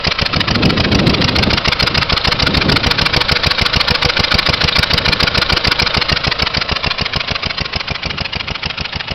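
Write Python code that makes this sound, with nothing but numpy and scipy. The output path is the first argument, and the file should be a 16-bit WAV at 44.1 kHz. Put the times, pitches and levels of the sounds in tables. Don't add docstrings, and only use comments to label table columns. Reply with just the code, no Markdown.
import sys
import numpy as np
from scipy import signal
from scipy.fft import rfft, irfft
from scipy.io import wavfile

SR = 44100
rng = np.random.default_rng(int(sys.argv[2]) if len(sys.argv) > 2 else 0)


def digitize_waveform(pressure):
    field = np.atleast_2d(pressure).T
    bounded = np.clip(field, -1, 1)
    quanta = np.round(bounded * 32767).astype(np.int16)
    wavfile.write(sys.argv[1], SR, quanta)


N = 403074
TIME, HZ = np.arange(N) / SR, np.fft.rfftfreq(N, 1 / SR)


def amp(db):
    return 10 ** (np.asarray(db) / 20)


def unit(x):
    return x / np.sqrt(np.mean(x ** 2) + 1e-20)


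def along(rows, at):
    return np.interp(at, *np.transpose(rows))


def colour(x, points, peaks=()):
    hz, db = np.transpose(points)
    curve = np.interp(np.log(HZ + 1), np.log(hz), db)
    for centre, width, lift in peaks:
        curve = curve + lift / (1 + (2 * (HZ - centre) / width) ** 2)
    return irfft(rfft(x) * amp(curve), N)


def noise(points, peaks=()):
    return unit(colour(rng.standard_normal(N), points, peaks))


def wander(hz):
    white = rng.standard_normal(N)
    return unit(irfft(rfft(white) / (1 + (HZ / hz) ** 4), N))


def ring(hz, db, t60):
    t = np.arange(SR // 2) / SR
    return amp(db - 60 * t / t60) * np.sin(2 * np.pi * hz * t)


def swirl(x, delay=0.001091, sway=0.0002095, db=-9):
    reflection_time = TIME - delay - sway * wander(9.83)
    return unit(x + amp(db) * np.interp(reflection_time, TIME, x))


def puff(t, attack, hold, fall_db_per_s):
    rise = np.minimum(t / attack, 1)
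    return rise * amp(-fall_db_per_s * np.maximum(t - attack - hold, 0))


# (t/s, rate/firings per s)
SPEED = [(0.0, 6.913), (1.1, 6.762), (1.25, 6.939), (2.0, 6.67), (2.85, 6.817), (3.2, 6.524), (3.35, 6.832),
         (3.5, 6.619), (3.95, 6.994), (4.35, 6.742), (5.3, 6.799), (6.3, 6.621), (6.7, 6.816), (7.6, 6.666),
         (8.55, 6.676), (8.7, 6.743), (9.14, 6.489)]
FIRST_FIRING_S = .0688


def crank():
    speed = along(SPEED, TIME)
    cycles = np.cumsum(speed) / SR
    cycle = (cycles - np.interp(FIRST_FIRING_S, TIME, cycles)) % 1
    return cycle, cycle / speed


def each_firing(sound, delay, spread_db):
    cycle, _ = crank()
    at = np.flatnonzero(np.diff(cycle) < 0) + round(delay * SR)
    train = np.zeros(N)
    train[np.clip(at, 0, N - 1)] = amp(spread_db * rng.standard_normal(len(at)))
    return signal.oaconvolve(train, sound)[:N]


# (peak t/s, half length to 1/e t/s, relative level/dB)
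GUSTS = [(0.386, 0.1, -23), (0.68, 0.18, -15.5), (1.045, 0.27, -14), (1.442, 0.16, -18.5),
         (1.95, 0.18, -26), (2.5, 0.15, -19), (2.69, .09, -15), (2.946, 0.35, -25.5), (4.576, 0.076, -30),
         (5.063, 0.17, -24.5), (5.35, 0.085, -29), (8.117, 0.077, -27), (8.448, 0.068, -35)]
BREEZE_DB = -39
# (f/Hz, relative level/dB)
WIND_COLOUR = [(15, -26), (32, -20), (55, -5), (90, 0), (170, -0.5), (300, -10.5), (500, -15), (900, -29),
               (5000, -74.5)]
# (f/Hz, relative level/dB)
ROAR_COLOUR = [(30, -33), (90, -12.5), (190, -1.5), (290, -1), (480, -8), (750, -15), (1500, -36.5),
               (5000, -65)]


def wind(db=0, lumpy_db=2.0, gust_db=-20, roar_db=-1):
    swells = [amp(peak_db) * np.exp(-((TIME - s) / half) ** 2) for s, half, peak_db in GUSTS]
    power = amp(BREEZE_DB) ** 2 + np.sum(np.square(swells), axis=0)
    level_db = 10 * np.log10(power)
    strength = 1 / (1 + amp(2 * (gust_db - level_db)))
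    rumble = np.sqrt(1 - strength / 2) * noise(WIND_COLOUR)
    roar = amp(roar_db) * np.sqrt(strength) * noise(ROAR_COLOUR)
    return amp(db + level_db + lumpy_db * wander(45)) * (rumble + roar)


def tappet(db=-23):
    t = np.arange(SR // 20) / SR
    delay, t60 = .088, .06
    strike = each_firing(amp(db - 60 * t / t60), delay, spread_db=4.5)
    metal = noise([(500, -9.5), (2500, 2.5), (4200, 13.5), (5600, -19.5)], [(3720, 330, 7)])
    return strike * metal


# (f/Hz, relative level/dB)
GEAR_COLOUR = [(60, 7), (180, 3), (330, -3), (550, 3), (800, -0.5), (1200, 2), (1900, -1), (2800, 0),
               (4000, -2), (5000, -4), (5600, -15)]
# (f/Hz, width f/Hz, lift level/dB)
GEAR_PEAKS = [(477, 52, 6.5), (549, 30, 5.4), (1074, 55, 8), (1315, 70, 5.3), (4010, 110, 5.4)]
DEAD_CENTRE_SHARE, CLATTER_SWING_DB = 0.2115, 2.5


def gears(cycle, db=-22.0, rattle_db=1.0):
    swing = -np.cos(8 * np.pi * (cycle - DEAD_CENTRE_SHARE))
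    level_db = db + CLATTER_SWING_DB * swing + rattle_db * wander(220)
    return amp(level_db) * noise(GEAR_COLOUR, GEAR_PEAKS)


# (share of the cycle at full flow, relative level/dB)
STROKES = [(0.352, 0), (0.871, -1.5)]
# (f/Hz, relative level/dB)
AIR_COLOUR = [(60, -22.5), (260, -7), (500, 0.5), (720, -13.5), (1100, 3), (1800, 0.5), (2800, -1),
              (4200, 4.5), (5000, -4.5), (5600, -9)]
# (f/Hz, width f/Hz, lift level/dB)
AIR_PEAKS = [(530, 78, -6.5), (1436, 74, 4), (2340, 270, 5), (3850, 100, -7), (4216, 130, 2),
             (4938, 175, 9)]
BUILD_SHARE, SHUT_SHARE, LEAK_DB = 0.074, 0.054, -31.5


def compressor(cycle, db=-7.0, flutter_db=1.5):
    flow = amp(LEAK_DB)
    for full, stroke_db in STROKES:
        late = (cycle - full + .5) % 1 - .5
        build = (late / BUILD_SHARE) ** 2
        shut = abs(late / SHUT_SHARE) ** 3
        drop = np.where(late < 0, build, shut)
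        flow = np.hypot(flow, amp(stroke_db - 10 * drop))
    air = swirl(noise(AIR_COLOUR, AIR_PEAKS))
    return amp(db + flutter_db * wander(250)) * flow * air


# (f/Hz, relative level/dB, t60 t/s)
BODY = [(205, -26, .035), (425, -23.5, .05), (560, -26, .04), (615, -26.5, .045), (675, -21, .055),
        (750, -26.5, .035), (930, -28, .04), (1075, -28, .06), (1450, -28, .035)]
TANK_HZ, TANK_DB, TANK_T60 = 490, -28, .21


def knocks(near_db, db=-1, body_reach=0.097, tank_reach=1.1, waver_db=1.0):
    first, second = -.0005, .0135

    def blows(sound):
        return each_firing(sound, first, spread_db=3.5) + each_firing(sound, second, spread_db=3)

    tank_gain = amp(tank_reach * near_db + waver_db * wander(25))
    tank = blows(ring(TANK_HZ, TANK_DB, TANK_T60)) * tank_gain
    body = blows(sum(ring(*mode) for mode in BODY))
    return amp(db + body_reach * near_db) * body + tank


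# (f/Hz, relative level/dB)
THUMP_COLOUR = [(12, -37.5), (26, -7), (42, -3.5), (85, 1), (118, -3), (160, 1), (250, -1.5), (400, -16.5),
                (1500, 6)]


def thump(swell=.0112, shut=0.0041, swell_db=-13, shut_db=-5.5, crack_db=-7):
    t = np.arange(SR // 20) / SR
    crack = .0011
    ramp = amp(swell_db) * t / swell * (t < swell)
    cutoff = amp(shut_db) * np.sin(np.pi * np.clip((t - swell) / shut, 0, 1))
    slug = cutoff - ramp
    pop = amp(crack_db) * np.sin(np.pi * np.clip(t / crack, 0, 1)) ** 2
    pulses = each_firing(slug, 0, spread_db=0.0) + each_firing(pop, -crack / 2, spread_db=0.5)
    return colour(pulses, THUMP_COLOUR)


# (f/Hz, relative level/dB)
JET_COLOUR = [(100, 4), (500, 2), (1200, 1), (1800, 0), (2400, -0.5), (3400, 0), (4300, 5), (5300, 1.5),
              (5800, -0.5)]
# (f/Hz, width f/Hz, lift level/dB)
JET_PEAKS = [(2300, 650, 7.5), (2800, 380, 6.9), (4650, 260, 5.5), (4960, 360, 2.7), (5120, 160, 8.9),
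             (5700, 49, 6)]
HISS_DB, HISS_ATTACK_S, HISS_HOLD_S, HISS_FALL_DB_PER_S = 3.5, 0.0041, 0.0031, 3205
RASP_DB, RASP_ATTACK_S, RASP_HOLD_S, RASP_FALL_DB_PER_S = 1.5, 0.0058, 0.0036, 2201
TRAIL_DB, TRAIL_ATTACK_S, TRAIL_HOLD_S, TRAIL_FALL_DB_PER_S = -23.5, 0.0071, .017, 2496.5


def exhaust(since, db=-7, sputter_db=1.16, split_hz=3400):
    gas = swirl(noise(JET_COLOUR, JET_PEAKS))
    rasp = signal.sosfiltfilt(signal.butter(4, split_hz, fs=SR, output="sos"), gas)
    hiss = gas - rasp
    hiss_gain = amp(HISS_DB) * puff(since, HISS_ATTACK_S, HISS_HOLD_S, HISS_FALL_DB_PER_S)
    trail_gain = amp(TRAIL_DB) * puff(since, TRAIL_ATTACK_S, TRAIL_HOLD_S, TRAIL_FALL_DB_PER_S)
    rasp_gain = amp(RASP_DB) * puff(since, RASP_ATTACK_S, RASP_HOLD_S, RASP_FALL_DB_PER_S)
    jet = (hiss_gain + trail_gain) * hiss + rasp_gain * rasp
    return amp(db + sputter_db * wander(180)) * jet


# (f/Hz, change of level/dB)
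FAR_COLOUR = [(300, -5.5), (490, -8), (660, 4.5), (1100, -3.5), (1750, -2), (2300, 0.5), (2850, 4),
              (3500, -2), (4300, -4.5), (5200, -2.5)]


def surroundings(x, near_db, far_db=-8, echoes=((.0013, .0009, -17), (.0034, -.0011, -15), (.0062, .0016, -17))):
    far = np.clip(near_db / far_db, 0, 1)
    x = (1 - far) * x + far * colour(x, FAR_COLOUR)
    return x + sum(amp(db) * np.interp(TIME - delay - extra * far, TIME, x) for delay, extra, db in echoes)


# (t/s, relative level/dB)
NEARNESS = [(0, -2.5), (.5, -3), (1.5, -1), (4.5, .5), (5.8, -0.17), (6.8, -3.5), (8.3, -7.5), (9.14, -7.5)]
BOOM_DB, BOOM_SHARE = 1.35, 0.89


def scene():
    cycle, since = crank()
    near_db = along(NEARNESS, TIME)
    machine = gears(cycle) + tappet() + compressor(cycle) + exhaust(since)
    hiss = amp(near_db) * surroundings(machine, near_db)
    boom = amp(BOOM_DB + BOOM_SHARE * near_db) * (thump() + knocks(near_db))
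    return (wind() + hiss + boom)[None]


BAND_HZ, EDGE_HZ = 5758, 16000


def record(dry, input_limit=0.83, output_limit=0.74):
    overloaded = dry / (1 + (dry / input_limit) ** 8) ** (1 / 8)
    band = signal.firwin(numtaps=2 ** 7 + 1, cutoff=BAND_HZ, window=("kaiser", 7), fs=SR)
    narrow = signal.oaconvolve(overloaded, band[None], "same")
    clipped = np.clip(narrow, -output_limit, output_limit)
    edge = signal.firwin(511, EDGE_HZ, window=("kaiser", 9), fs=SR)
    return signal.oaconvolve(clipped, edge[None], "same")


dry = scene()
out = record(dry)
digitize_waveform(out)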